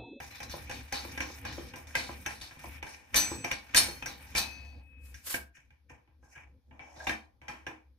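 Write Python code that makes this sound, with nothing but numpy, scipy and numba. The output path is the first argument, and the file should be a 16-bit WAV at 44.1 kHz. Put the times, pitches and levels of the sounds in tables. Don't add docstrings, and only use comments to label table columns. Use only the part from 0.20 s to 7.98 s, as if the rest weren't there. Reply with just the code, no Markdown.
import sys
import numpy as np
from scipy import signal
from scipy.fft import rfft, irfft, next_fast_len
from scipy.io import wavfile
from scipy.ndimage import uniform_filter1d
from numba import njit

SR = 44100
rng = np.random.default_rng(int(sys.argv[2]) if len(sys.argv) > 2 else 0)


def gain_from_db(level_db):
    decades = np.asarray(level_db, float) / 20
    return 10 ** decades


def transcribe(u):
    v = np.clip(np.atleast_2d(u).T, -1, 1)
    q = np.round(v * 32767).astype(np.int16)
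    wavfile.write(sys.argv[1], SR, q)


N = 343096

# start in seconds, peak in dB, brightness in dB, buzz t60 in seconds.
STROKE_ENDS = [(0.0024, -33.5, -11.5, 0.23), (0.2032, -31.5, -6, 0.23), (0.496, -30, -2.5, 0.3),
               (0.7249, -23.5, -1, 0.43), (0.9758, -26.5, -7, 0.18), (1.0047, -23, -7.5, 0.3),
               (1.2511, -24.5, -9, 0.32), (1.5367, -35.5, -13, 0.42), (1.7525, -16.5, -5.5, 0.33),
               (2.062, -21, -4, 0.19), (2.6275, -28.5, -7, 0.17), (2.9439, -15, -3.5, 0.51),
               (3.245, -24.5, -4.5, 0.51), (3.3136, -19, -4, 0.093), (3.5469, -12, -0.5, 0.45),
               (3.8248, -26, -12, 0.068), (3.8594, -27, 0.5, 0.29), (4.151, -20.5, -4, 0.49)]
# start in seconds, level in dB, swell in seconds, t60 in seconds,
# change at the top of the band in dB per octave.
RATTLES = [(0.301, -41, 0.012, 0.24, -21), (0.501, -45, 0.032, 0.43, -5), (0.727, -38.5, 0.013, 0.54, -9),
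           (1.007, -48, 0.01, 0.35, -13), (1.254, -45, 0.015, 0.57, -16), (1.753, -39.5, 0.012, 0.62, -5),
           (2.065, -54.5, 0.026, 1, 2.5), (2.212, -48, 0.00057, 0.35, -5.5),
           (2.629, -48.5, 0.071, 0.38, 5.5), (2.953, -23.5, 0.0068, 0.24, 1),
           (3.316, -40.5, 0.012, 0.28, -6.5), (3.552, -19.5, 0.012, 0.26, 3),
           (3.86, -44.5, 0.026, 0.44, -15), (4.155, -26.5, 0.014, 0.28, -1), (6.872, -48, 0.0064, 0.38, -5),
           (7.285, -60.5, 0.0082, 0.3, -6)]
# start in seconds, peak in dB, #
# 60-250 Hz part in relative dB, 1.3-3.2 kHz part in relative dB.
POPS = [
    (0.336, -34, -9.5, -8),
    (0.846, -33.5, -27, -2),
    (1.099, -41.5, -36, 4.5),
    (1.378, -32, -26, -9),
    (1.89, -33.5, -14, -0.5),
    (2.365, -52, 5, -6),
    (2.439, -35.5, -26, -6),
    (3.112, -31.5, -15, -30.5),
    (3.242, -31.5, -20, 7),
    (3.682, -33, -13, -9),
]
# time in seconds, effort in dB.
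EFFORT = [(0.0, -52.5), (0.37, -53), (0.63, -56.5), (0.97, -52.5), (1.61, -56.5), (2.03, -54),
          (2.24, -57.5), (2.57, -54), (2.75, -89), (2.93, -55), (2.99, -47), (3.2, -52), (3.36, -65.5),
          (3.6, -50.5), (3.97, -58), (4.16, -53.5), (4.5, -67.5), (4.65, -71.5), (4.8, -76.5), (4.93, -69),
          (5.0, -92)]
# frequency in Hz, level in dB, t60 in seconds.
TANK = [(312, 3, 0.026), (522, -6, 0.42), (688, -12.5, 0.12), (808, -2.5, 0.12), (882.4, -3.5, 0.077),
        (980, -7.5, 0.05), (1619, -4, 0.093), (1833, -2, 0.032), (2014, -5.5, 0.084), (2284, 0.5, 0.042),
        (2421, -2, 0.044), (2570, -15.5, .1), (2842, -10.5, 0.3), (3100, -13, 0.36), (3570, -6, 0.045),
        (4020, -17, 0.06), (4760, -11, 0.043), (5420, -2, 0.0078), (5800, -6.5, 0.27), (6167, -6, 0.046),
        (6850, -32, 0.056)]
# frequency in Hz, level in dB per Hz.
TANK_TONE = [(120, -48.5), (200, -2), (314, -14.5), (419, -12.5), (804, -10.5), (1150, -9), (1810, -9.5),
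             (2700, -17), (3060, -13.5), (3350, -9.5), (5660, -12.5), (8120, -34), (13500, -23.5),
             (15000, -35.5)]
SPREAD_RAD = 1
MIX_SCATTER_DB = 3


def unit(x):
    return x / np.sqrt(np.mean(x ** 2))


def table(hz, rows):
    rows = np.array(rows, float)
    return np.interp(np.log(np.maximum(hz, 1)), np.log(rows[:, 0]), rows[:, 1])


def curve(rows):
    s, *columns = np.transpose(rows)
    return [np.interp(np.arange(N) / SR, s, c, left=-140, right=-140) for c in columns]


def band(x, lo_hz, hi_hz, order=3):
    return signal.sosfilt(signal.butter(order, [lo_hz, hi_hz], "band", fs=SR, output="sos"), x)


def noise(side):
    mid, other = rng.standard_normal((2, N))
    return np.array([mid + side * other, mid - side * other]) / np.sqrt(1 + side ** 2)


def colour(x, rows):
    size = next_fast_len(N)
    gain = gain_from_db(table(np.arange(size // 2 + 1) * SR / size, rows))
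    return unit(irfft(rfft(x, size) * gain, size)[..., :N])


def walk(rate):
    k = int(SR / rate)
    steps = np.repeat(rng.standard_normal(N // k + 1), k)
    return unit(uniform_filter1d(uniform_filter1d(steps, k), k)[:N])


def patchy(x, lo_hz, hi_hz, rate, patchy_db, count=4):
    edges = np.geomspace(lo_hz, hi_hz, count + 1)
    return unit(sum(band(x, lo, hi, order=1) * gain_from_db(patchy_db * walk(rate)) for lo, hi in zip(edges, edges[1:])))


def bursts(s, db, t60, rise_s=.0012):
    x = np.zeros(N + SR)
    t = np.arange(SR) / SR
    for i, gain, fall in zip((s * SR).astype(int), gain_from_db(db), t60 + 0 * s):
        x[i:i + SR] += gain * (1 - np.exp(-t / rise_s)) * gain_from_db(-60 * t / fall)
    return x[:N]


@njit
def resonate(start, size, pole, turn):
    out = np.zeros((2, N))
    for m in range(len(pole)):
        z, k = 0j, 0
        for i in range(start[0], N):
            z *= pole[m]
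            while k < len(start) and start[k] == i:
                z += size[k, m] + 1e-15
                k += 1
            out[0, i] += (z * turn[m]).imag
            out[1, i] += (z * np.conj(turn[m])).imag
    return out


def ring(s, size, hz, t60):
    order = np.argsort(s)
    turn = np.exp(1j * SPREAD_RAD * np.minimum(hz / 1500, 1) * (2 * rng.random(len(hz)) - 1))
    pole = np.exp(2j * np.pi * hz / SR - np.log(1000) / (t60 * SR))
    return resonate((s[order] * SR).astype(np.int64), size[order], pole, turn)


def steel():
    x = noise(0.91)
    bunched = sum(gain_from_db(db) * band(x, hz * .984, hz * 1.016, order=1) for hz, db, _ in TANK)
    return unit(bunched) + .5 * colour(noise(.7), TANK_TONE)


def blows():
    # start in seconds,
    # peak in dB, brightness in dB, buzz t60 in seconds.
    ticks = [(0.1067, -60, -16, 0.54), (0.23, -39, 7.5, 0.12), (0.297, -43, 6, 0.35), (1.6702, -50, 9.5, 1),
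             (2.2128, -39.5, 2, 0.64), (2.3101, -39.5, -31, 0.068), (2.6665, -36, -4.5, 0.86),
             (4.449, -52.5, -2, 0.29), (0.1476, -55, 5, .1), (0.511, -31, -5, 0.099), (1.3129, -50, 0, .1),
             (1.3259, -40, 2.5, 0.14), (1.5582, -43.5, 5, 0.3), (2.107, -35.5, -14, 0.33),
             (2.1999, -53, 4, .08), (2.3915, -50, 2, .1), (2.96, -36, 18, 0.065), (3.5622, -28, 12, 0.16),
             (4.1591, -38, 14, 0.08), (4.1788, -27.5, 7, .12), (3.574, -23, 5, .1)]
    # start in seconds, peak in dB, brightness in dB,
    # body in dB, buzz t60 in seconds.
    knob = [(4.9435, -39.5, 0, -21, 0.44), (5.142, -22, -5, -9, 0.12), (5.3694, -45.5, -17, -16.5, 0.33),
            (5.5056, -52.5, -13, -13, 0.37), (5.7012, -48.5, -13, -0.5, 0.35),
            (5.8755, -61.5, -24, -5, 0.4), (6.027, -69, -11, 10, 0.65), (6.1596, -46, -21, -3, 0.38),
            (6.511, -50, -36, -4, 0.55), (6.594, -40, -25, -9.5, 0.74), (6.7615, -57, 0, 9, 0.83),
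            (6.817, -57, 2, -4, .5), (5.78, -62.5, -15.5, -11, .2), (6.8698, -19, -7.5, -11.5, 0.22),
            (6.894, -21.5, -8.5, -11, 0.22), (7.216, -44, -13, -7, 0.78), (7.2825, -28.5, -9, -12.5, 0.36),
            (7.4664, -28.5, -11, -6.5, 0.28)]
    rod_top_db, knob_top_db, top_per_db = -11.5, -11, 1.12
    rows = []
    for s, db, high, buzz in STROKE_ENDS:
        body_db = -10.5 - 0.36 * (db + 24.0)
        rows.append((s, db, body_db, high, rod_top_db + top_per_db * high, buzz))
    for s, db, high, buzz in ticks:
        rows.append((s, db, -11.5, high, rod_top_db + top_per_db * high, buzz))
    for s, db, high, low, buzz in knob:
        rows.append((s, db, low, high, knob_top_db + top_per_db * high, buzz))
    return np.transpose(sorted(rows))


def landing():
    s, db, high = np.transpose(STROKE_ENDS)[:3]
    lead_s = 0.0094
    drag = unit(band(noise(0.71), 900, 3000)) * bursts(np.maximum(s - lead_s, 0), db - 22, .08, 0.0047)
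    return drag + unit(band(noise(0.74), 6500, 17000)) * bursts(s, db + high - 10.5, .015, .0005)


def knocks(count=5):
    # lower edge in Hz, upper edge in Hz.
    bands_hz = [(200, 1200), (1300, 3200), (3500, 8000), (8000, 15500)]
    s, db, low, high, top, buzz_s = blows()
    s = s - .0006
    hz, mode_db, t60 = np.transpose(TANK)
    rel = np.array([low, 0 * db, high, top])
    mix_db = db[:, None] + rel[np.searchsorted([1250, 3350], hz)].T + mode_db - 17.5
    mix_db += MIX_SCATTER_DB * rng.standard_normal(mix_db.shape)
    late = .004 * rng.random((len(s), count)) * (np.arange(count) > 0)
    strength = rng.standard_normal((late.size, len(hz)))
    strength[::count] = 1.2 * np.sign(strength[::count])
    size = gain_from_db(np.repeat(mix_db, count, axis=0)) * strength
    damped_s = np.minimum(.68 * t60, .08)
    out = ring((s[:, None] + late).ravel(), size, hz, damped_s)
    wall = steel()
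    cracks_db, buzzes_db = (-6.0, -6.0, -13.0, -6.5), (-8.0, -18.5, -20.5, -12.5)
    for (lo, hi), r, crack_db, buzz_db in zip(bands_hz, rel, cracks_db, buzzes_db):
        crack = bursts(s, db + r + crack_db, 0.018, 0.0016)
        buzz = bursts(s, db + r + buzz_db, buzz_s, 0.0025)
        out += unit(band(wall, lo, hi, order=5)) * (crack + buzz)
    return out


def thumps():
    s, db = np.transpose(RATTLES)[:2]
    rock = ring(s - .004, gain_from_db(.5 * db - 28.5)[:, None] * np.ones(2), np.array([46., 64]), np.array([.2, .25]))
    s, db, low = blows()[:3]
    thud_size = gain_from_db(0.48 * (db + low) - 35.5)[:, None] * np.ones(2)
    thud = ring(s + 0.013, thud_size, np.array([118., 136]), np.array([.2, .15]))
    return band(rock, 36, 300, order=2) * gain_from_db(np.array([[5], [-8]])) + thud


def floor():
    # time in seconds, level in dB.
    lean = [(0.0, -58), (0.59, -48), (0.69, -56.5), (1.03, -48.5), (1.14, -57), (1.27, -46), (1.76, -55),
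            (1.8, -47.5), (2.4, -62.5), (2.47, -49.5), (2.9, -62.5), (2.95, -47.5), (3.07, -55),
            (3.15, -49), (3.46, -62), (3.56, -48), (4.03, -55), (4.18, -49), (4.26, -53.5), (4.6, -49),
            (4.66, -55.5), (4.95, -54)]
    # time in seconds, level in dB.
    squeeze = [(4.95, -52), (5.06, -61), (5.21, -54), (5.35, -69), (5.5, -60.5), (5.58, -70), (5.73, -56.5),
               (5.84, -70.5), (6.05, -60.5), (6.12, -67), (6.28, -57), (6.37, -58), (6.43, -70),
               (6.5, -57.5), (6.72, -67), (6.92, -52), (6.98, -63), (7.54, -60), (7.6, -67.5), (7.78, -63)]
    # frequency in Hz, level in dB per Hz.
    rumble_tone = [(59, -29), (100, 6), (167, -7), (268, 1), (328, -13), (388, -10), (411, -37), (481, -6),
                   (560, -14), (730, -47), (1230, -120)]
    wobble_db = np.maximum(curve(lean)[0], curve(squeeze)[0])
    effort_db, = curve(EFFORT)
    rumble_db = -6 - 55 + 1.2 * (wobble_db + 54.5) + 0.32 * (np.maximum(effort_db, -72) + 54.5)
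    pop_s, pop_db = np.transpose(POPS)[:2]
    rumble = gain_from_db(rumble_db) + bursts(pop_s, pop_db - 27.5, .5, 0.016)
    phase = 2 * np.pi * np.cumsum(70 + 4 * walk(7)) / SR
    wobble = gain_from_db(3 * walk(11)) * np.sin(phase)
    wobble = wobble + .8 * unit(band(noise(.5), 61, 79, order=2)) + .15 * unit(band(noise(3), 28, 60))
    out = unit(wobble) * gain_from_db(wobble_db + np.array([[.6], [-.6]]))
    return out + colour(noise(.3), rumble_tone) * rumble * gain_from_db(2.5 * walk(20))


def grains():
    return steel() * gain_from_db(1.5 * walk(200) + 2.2 * np.maximum(walk(700) - 1, 0))


def pauses():
    t = np.arange(N) / SR
    s = blows()[0]
    ahead = s[np.minimum(np.searchsorted(s, t), len(s) - 1)] - t
    return gain_from_db(-11 * np.exp(-np.abs(ahead) / .04) * (t < 4.2))


def scrape():
    grit, rest = grains(), pauses()
    effort_db, = curve(EFFORT)
    shake_s, shake_db = np.transpose(RATTLES)[:2]
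    shake = bursts(shake_s, -35 + 3 * shake_db, 0.4, 0.03)
    treble = gain_from_db(-61 + 2.5 * (effort_db + 55.0)) + shake
    hiss = gain_from_db(-59 + 1.55 * (effort_db + 54.0))
    out = unit(band(grit, 550, 3100, order=5)) * gain_from_db(effort_db) * rest ** 0.49 * gain_from_db(2.0 * walk(27))
    bright = patchy(band(grit, 3500, 8000), 3500, 8000, 22, 1.8)
    out += bright * treble * rest * gain_from_db(3 * walk(25) + 1.5 * walk(90))
    fine = band(noise(1), 8000, 15200) * gain_from_db(3 * np.maximum(walk(900) - 1, 0))
    fine = patchy(fine, 8000, 15500, 22, 1.8)
    return out + fine * hiss * rest * gain_from_db(2.2 * walk(18) + 2 * walk(150))


def slides():
    # start in seconds, length in seconds, level in dB, centre in Hz.
    rubs = [(0.1, .08, -58, 2420), (0.146, .04, -57, 4000), (0.22, .02, -51.5, 4770),
            (0.296, .1, -57, 4300), (0.467, .02, -56, 2400), (.93, .04, -54, 2500),
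            (1.266, .08, -55.5, 4380), (1.385, .12, -62, 4470), (1.897, .05, -55, 2440),
            (2.213, .07, -58, 4080), (2.444, .14, -57, 2400), (2.69, .06, -57, 5400),
            (2.734, .015, -52.5, 2350), (4.36, 0.26, -66.5, 706), (6.603, .16, -72.5, 5700),
            (6.757, .105, -61, 4296), (6.75, .115, -64, 1900), (6.471, .1, -64, 214),
            (0.513, 0.073, -55, 2900)]
    edge_s, t60_s, width = .004, .1, 1.22
    out = np.zeros((2, N))
    grit = steel() * gain_from_db(2.0 * walk(300) + 2.5 * np.maximum(walk(900) - 1, 0) + 0.7 * walk(40))
    for start, length, db, hz in rubs:
        i, t = int(start * SR), np.arange(int((length + .2) * SR)) / SR
        shape = np.minimum(t / edge_s, 1) * gain_from_db(db - 60 * np.maximum(t - length, 0) / t60_s)
        out[:, i:i + len(t)] += shape * unit(band(grit[:, i:i + len(t)], hz / width, hz * width, order=2))
    return out


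def singing():
    # start in seconds,
    # frequency in Hz, level in dB, t60 in seconds, beat in Hz.
    rings = [(.11, 4050, -61, 1.5, 40), (.235, 4050, -59, .8, 40), (.73, 4440, -45, .35, 50),
             (1.01, 5750, -45, .3, 24), (1.78, 3120, -58, 1.5, 6), (2.065, 5750, -49, .4, 18),
             (2.96, 6094, -30.5, .6, 4), (2.96, 4310, -39.5, .6, 12), (2.97, 12015, -33, .13, 20),
             (2.975, 7967, -36.5, .85, 1), (3.123, 312, -60, .23, 4), (3.316, 5780, -42, .17, 22),
             (3.56, 4310, -31.5, .44, 24), (3.57, 7015, -23, .12, 12), (3.58, 9938, -43, .6, 12),
             (3.6, 3135, -56, 1., 12), (4.155, 2563, -44, .85, 0), (4.165, 2562, -62.5, 5, 0),
             (4.1652, 2564.5, -64, 5, 0), (4.17, 6090, -44, .55, 7), (4.172, 4470, -48, 1., 94.5),
             (5.143, 1590, -44, .28, 30), (1.382, 3140, -59, .5, 35), (6.597, 2290, -49, .22, 30),
             (6.597, 802, -56, .6, 30), (6.871, 775, -40, .3, 20), (6.893, 1812, -36, .2, 15),
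             (6.893, 3138, -48, .25, 30), (6.871, 3634, -42, .19, 25), (4.153, 2369, -32, .2, 30),
             (1.754, 1580, -36, .15, 25), (6.03, 1610, -69, .5, 45),
             (7.283, 845, -45.5, 0.19, 14), (7.283, 3138, -53.5, .26, 30), (7.29, 1300, -53, .3, 35),
                   (7.282, 2420, -43, 0.091, 25), (6.8, 1626, -44, .13, 32), (7.467, 1782, -45, 0.16, 30),
                   (7.467, 3575, -59, .26, 22), (7.467, 2600, -62, .22, 30), (7.467, 340, -54, .2, 8),
                   (4.45, 1800, -59, .08, 9.2), (2.96, 2565, -50, .9, 5), (2.95, 312, -43.5, 0.46, 6),
                   (.728, 810, -37.5, .08, 12), (2.062, 2600, -35, 0.042, 20), (6.15, 1640, -57, .2, 25),
                   (5.7, 485, -62, 0.29, 8), (.203, 830, -40, .07, 10), (6.597, 3140, -66, 0.36, 25),
                   (3.245, 2460, -34, .04, 20), (3.313, 2390, -31, .04, 20), (3.825, 2460, -38, .04, 20),
                   (3.862, 5800, -45, .14, 20), (3.246, 720, -36, .04, 20)]
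    grasp_s, grate_rests_s = 4.91, 4.6
    out, buzz = np.zeros((2, N)), rng.standard_normal(N)
    touches = np.r_[np.transpose(STROKE_ENDS)[0], grasp_s]
    for start, hz, db, t60, beat_hz in rings:
        stop = min(touches[touches > start], default=start + t60)
        if hz > 4000 and start < grate_rests_s:
            stop = min(stop, grate_rests_s)
        i = int(start * SR)
        t = np.arange(int((min(stop + 0.12, N / SR) - start) * SR) - 1) / SR
        shape = np.minimum(t / .004, 1) * gain_from_db(db - 60 * t / t60 - 600 * np.maximum(t - stop + start, 0))
        shape *= 1 + min(.5 + beat_hz / 70, .9) * np.sin(2 * np.pi * beat_hz * t)
        jitter = np.cumsum(buzz[i:i + len(t)]) * (abs(beat_hz) / 250) ** 1.5
        spread = SPREAD_RAD * np.clip(abs(rng.standard_normal()), .3, 1) * min(beat_hz, 1)
        phase = 2 * np.pi * hz * t + jitter - spread * np.array([[.5], [-.5]])
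        out[:, i:i + len(t)] += shape * np.sin(phase)
    return out


def rattles(count=300, dense=64):
    # frequency in Hz, t60 in seconds, level in dB at the first, second and
    grate = [(2368, .12, -35, -33.5, -23.5), (4320, .12, -32, -22.5, -32), (4440, .1, -29, -26.5, -27),
             (5000, .12, -30, -30, -34.5), (5160, .12, -45, -23.5, -33), (5537, .1, -39, -25.5, -33),
             (6100, .1, -11, -33.5, -30), (8877, .07, -27, -14, -33), (9405, .1, -23, -24.5, -32.5),
             (9940, .1, -23, -30, -33.5), (11350, .08, -34, -27.5, -41), (12020, .08, -20.5, -31, -33),
             (12800, .07, -26, -23.5, -28.5), (13090, .08, -16, -35.5, -35), (13500, .08, -34, -32, -29),
             (14200, .1, -29, -34.5, -31.5)]
    # frequency in Hz, level in dB per Hz.
    rattle_tone = [(120, -42), (200, -12.5), (1770, -8.5), (2650, -8), (4200, 3), (7410, -9.5), (9230, -3),
                   (14300, -17.5), (16000, -97)]
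    start, db, swell, t60, top_db = np.transpose(RATTLES)[:, :, None]
    chance = rng.uniform(size=(3, len(RATTLES), count))
    age = 0.19 * chance[0] ** 1.6
    swell_db = 20 * np.log10(1 - np.exp(-(age / swell) ** 2) + 1e-3)
    tick_db = (db + swell_db - 60 * age / t60 - 1.5 * np.log(chance[1])).ravel()
    s, top_db = (start + age).ravel(), np.repeat(top_db, count)
    hz, mode_t60, *hard_db = np.transpose(grate)
    bar_db = -41.5 + np.zeros((len(RATTLES), len(hz)))
    bar_db[db[:, 0] > -32] = np.add(hard_db, 2.5)
    pan_hz = np.sort(np.linspace(700, 15100, dense) + 200 * rng.random(dense))
    pan_db = np.outer(top_db, np.log2(np.maximum(pan_hz / 4000, 1))) + table(pan_hz, rattle_tone) - 14
    mode_db = np.c_[np.repeat(bar_db, count, axis=0), pan_db]
    hz, mode_t60 = np.r_[hz, pan_hz], np.r_[1.25 * mode_t60, .022 + 0 * pan_hz]
    size = gain_from_db(tick_db[:, None] + mode_db) * rng.standard_normal((len(s), len(hz)))
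    return ring(s, size, hz, mode_t60)


def pops():
    s, db, low, high = np.transpose(POPS)
    hz = np.array([73.5, 142, 233, 335, 566, 814, 1010, 2320, 895])
    t60 = np.array([.3, .15, .07, .07, .03, 0.03, .025, .03, .006])
    flat = 0 * s
    rel = np.array([low, low - 5, low - 5, flat - 6, flat - 8, flat - 4, flat - 7, high - 4, flat - 2.5])
    mix_db = db[:, None] + rel.T
    size = gain_from_db(mix_db + MIX_SCATTER_DB * rng.standard_normal(mix_db.shape)) * (-1) ** np.arange(len(hz))
    modes = ring(np.r_[s, s + .004], np.r_[.25 * size, size], hz, t60)
    puff = bursts(s, db - 3.0, 0.022, 0.008) + bursts(s, db - 18.0, 0.17)
    puff += bursts(s + 0.0024, db - 2.0, 0.0051, 0.00059)
    return modes + unit(band(noise(0.3), 150, 1200)) * puff


def air():
    # time in seconds, level in dB.
    brush = [
        (4.79, -87),
        (4.84, -71),
        (4.9, -66),
        (4.94, -79),
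        (5.0, -90),
    ]
    # time in seconds, level in dB.
    release = [
        (4.78, -100),
        (4.856, -68),
        (5.024, -77),
        (5.072, -42),
        (5.11, -45),
        (5.158, -44.5),
        (5.3, -91.5),
    ]
    # frequency in Hz, level in dB per Hz.
    air_tone = [(180, -10), (300, -4), (603, -3), (801, -4.5), (1510, 2), (3830, -1.5), (12500, 7),
                (16000, -2)]
    leak = patchy(colour(noise(0.9), air_tone), 150, 17000, 60, 1.2, count=9) * gain_from_db(1.5 * walk(150))
    brushing = unit(band(noise(0.83), 8000, 12500, order=2))
    return leak * gain_from_db(curve(release)[0] + 7.0) + brushing * gain_from_db(curve(brush)[0])


def twists():
    # peak time in seconds, swell in seconds, level in dB,
    # treble in relative dB, groan in relative dB.
    turns = [
        (5.355, 0.031, -56, -8.5, -25.5),
        (5.698, 0.014, -53, -14, -13),
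        (6.05, 0.073, -74.5, 4, 0),
        (6.13, 0.1, -68.5, 5, -5),
        (6.17, 0.058, -50.5, -23, -27),
        (6.53, 0.023, -89.5, -21.5, -1.5),
        (6.859, 0.45, -61.5, 4, 13),
    ]
    peak, swell, db, treble_db, groan_db = np.transpose(turns)[:, :, None]
    age = np.arange(N) / SR - peak
    shape = gain_from_db(db + np.where(age < 0, 42 * age / swell, -60 * age / .3)) * (age > -swell)
    treble, groan = (shape * gain_from_db(treble_db)).sum(axis=0), (shape * gain_from_db(groan_db)).sum(axis=0)
    grit = grains()
    out = unit(band(grit, 1350, 2900, order=5)) * shape.sum(axis=0) * gain_from_db(1.5 * walk(40))
    out += unit(band(grit, 5600, 14000)) * treble * gain_from_db(1.0 * walk(45))
    return out + unit(band(noise(.6), 560, 920)) * groan * gain_from_db(.8 * walk(60))


def room(x):
    # frequency in Hz, t60 in seconds.
    room_t60 = [(200, 0.35), (2000, 0.24), (14000, 0.028)]
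    wet_db = -6.5
    t = np.arange(int(.6 * SR)) / SR
    tail = 0
    for hz in 125 * 2 ** np.arange(7.):
        octave = band(rng.standard_normal((2, len(t))), hz / 1.41, hz * 1.44)
        tail = tail + octave * gain_from_db(-60 * t / table(hz, room_t60))
    tail *= np.minimum(t / 0.0032, 1)
    tail /= np.sqrt(np.sum(tail ** 2, axis=1, keepdims=True))
    return gain_from_db(wet_db) * signal.fftconvolve(x.mean(axis=0, keepdims=True), tail, axes=1)[:, :N]


def scene():
    near = landing() + knocks() + slides() + singing() + rattles() + pops() + air()
    handling = thumps() + floor() + scrape() + twists()
    quiet = colour(noise(.8), TANK_TONE) + 0.5 * unit(band(noise(0.91), 9800, 13000))
    return near + room(near) + handling + gain_from_db(-87.5) * quiet


def band_limit(x):
    return signal.sosfilt(signal.butter(12, 16650, fs=SR, output="sos"), x)


def record(dry):
    # frequency in Hz, level in dB.
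    left_db = [(30, 3.5), (70, 1), (250, -0.3), (600, 0.5), (2000, 0.5), (5000, 2), (8000, -2),
               (14000, -0.5)]
    left_lead, side_hz, top_hz = 1.9, 300, 15300
    mid, side = (dry[0] + dry[1]) / 2, (dry[0] - dry[1]) / 2
    side = 0.52 * side + 0.45 * signal.lfilter(*signal.butter(2, side_hz, "high", fs=SR), side)
    size = next_fast_len(N)
    bins = np.arange(size // 2 + 1)
    turn = np.minimum(2 * np.pi * bins * left_lead / size, 1.2)
    tilt = gain_from_db(table(bins * SR / size, left_db))
    left = irfft(rfft(mid + side, size) * tilt * np.exp(1j * turn), size)[:N]
    x = np.array([left, mid - side])
    x = signal.sosfilt(signal.cheby2(12, 32, top_hz * 1.035, fs=SR, output="sos"), x)
    return band_limit(x)


dry = scene()
out = record(dry)
transcribe(out)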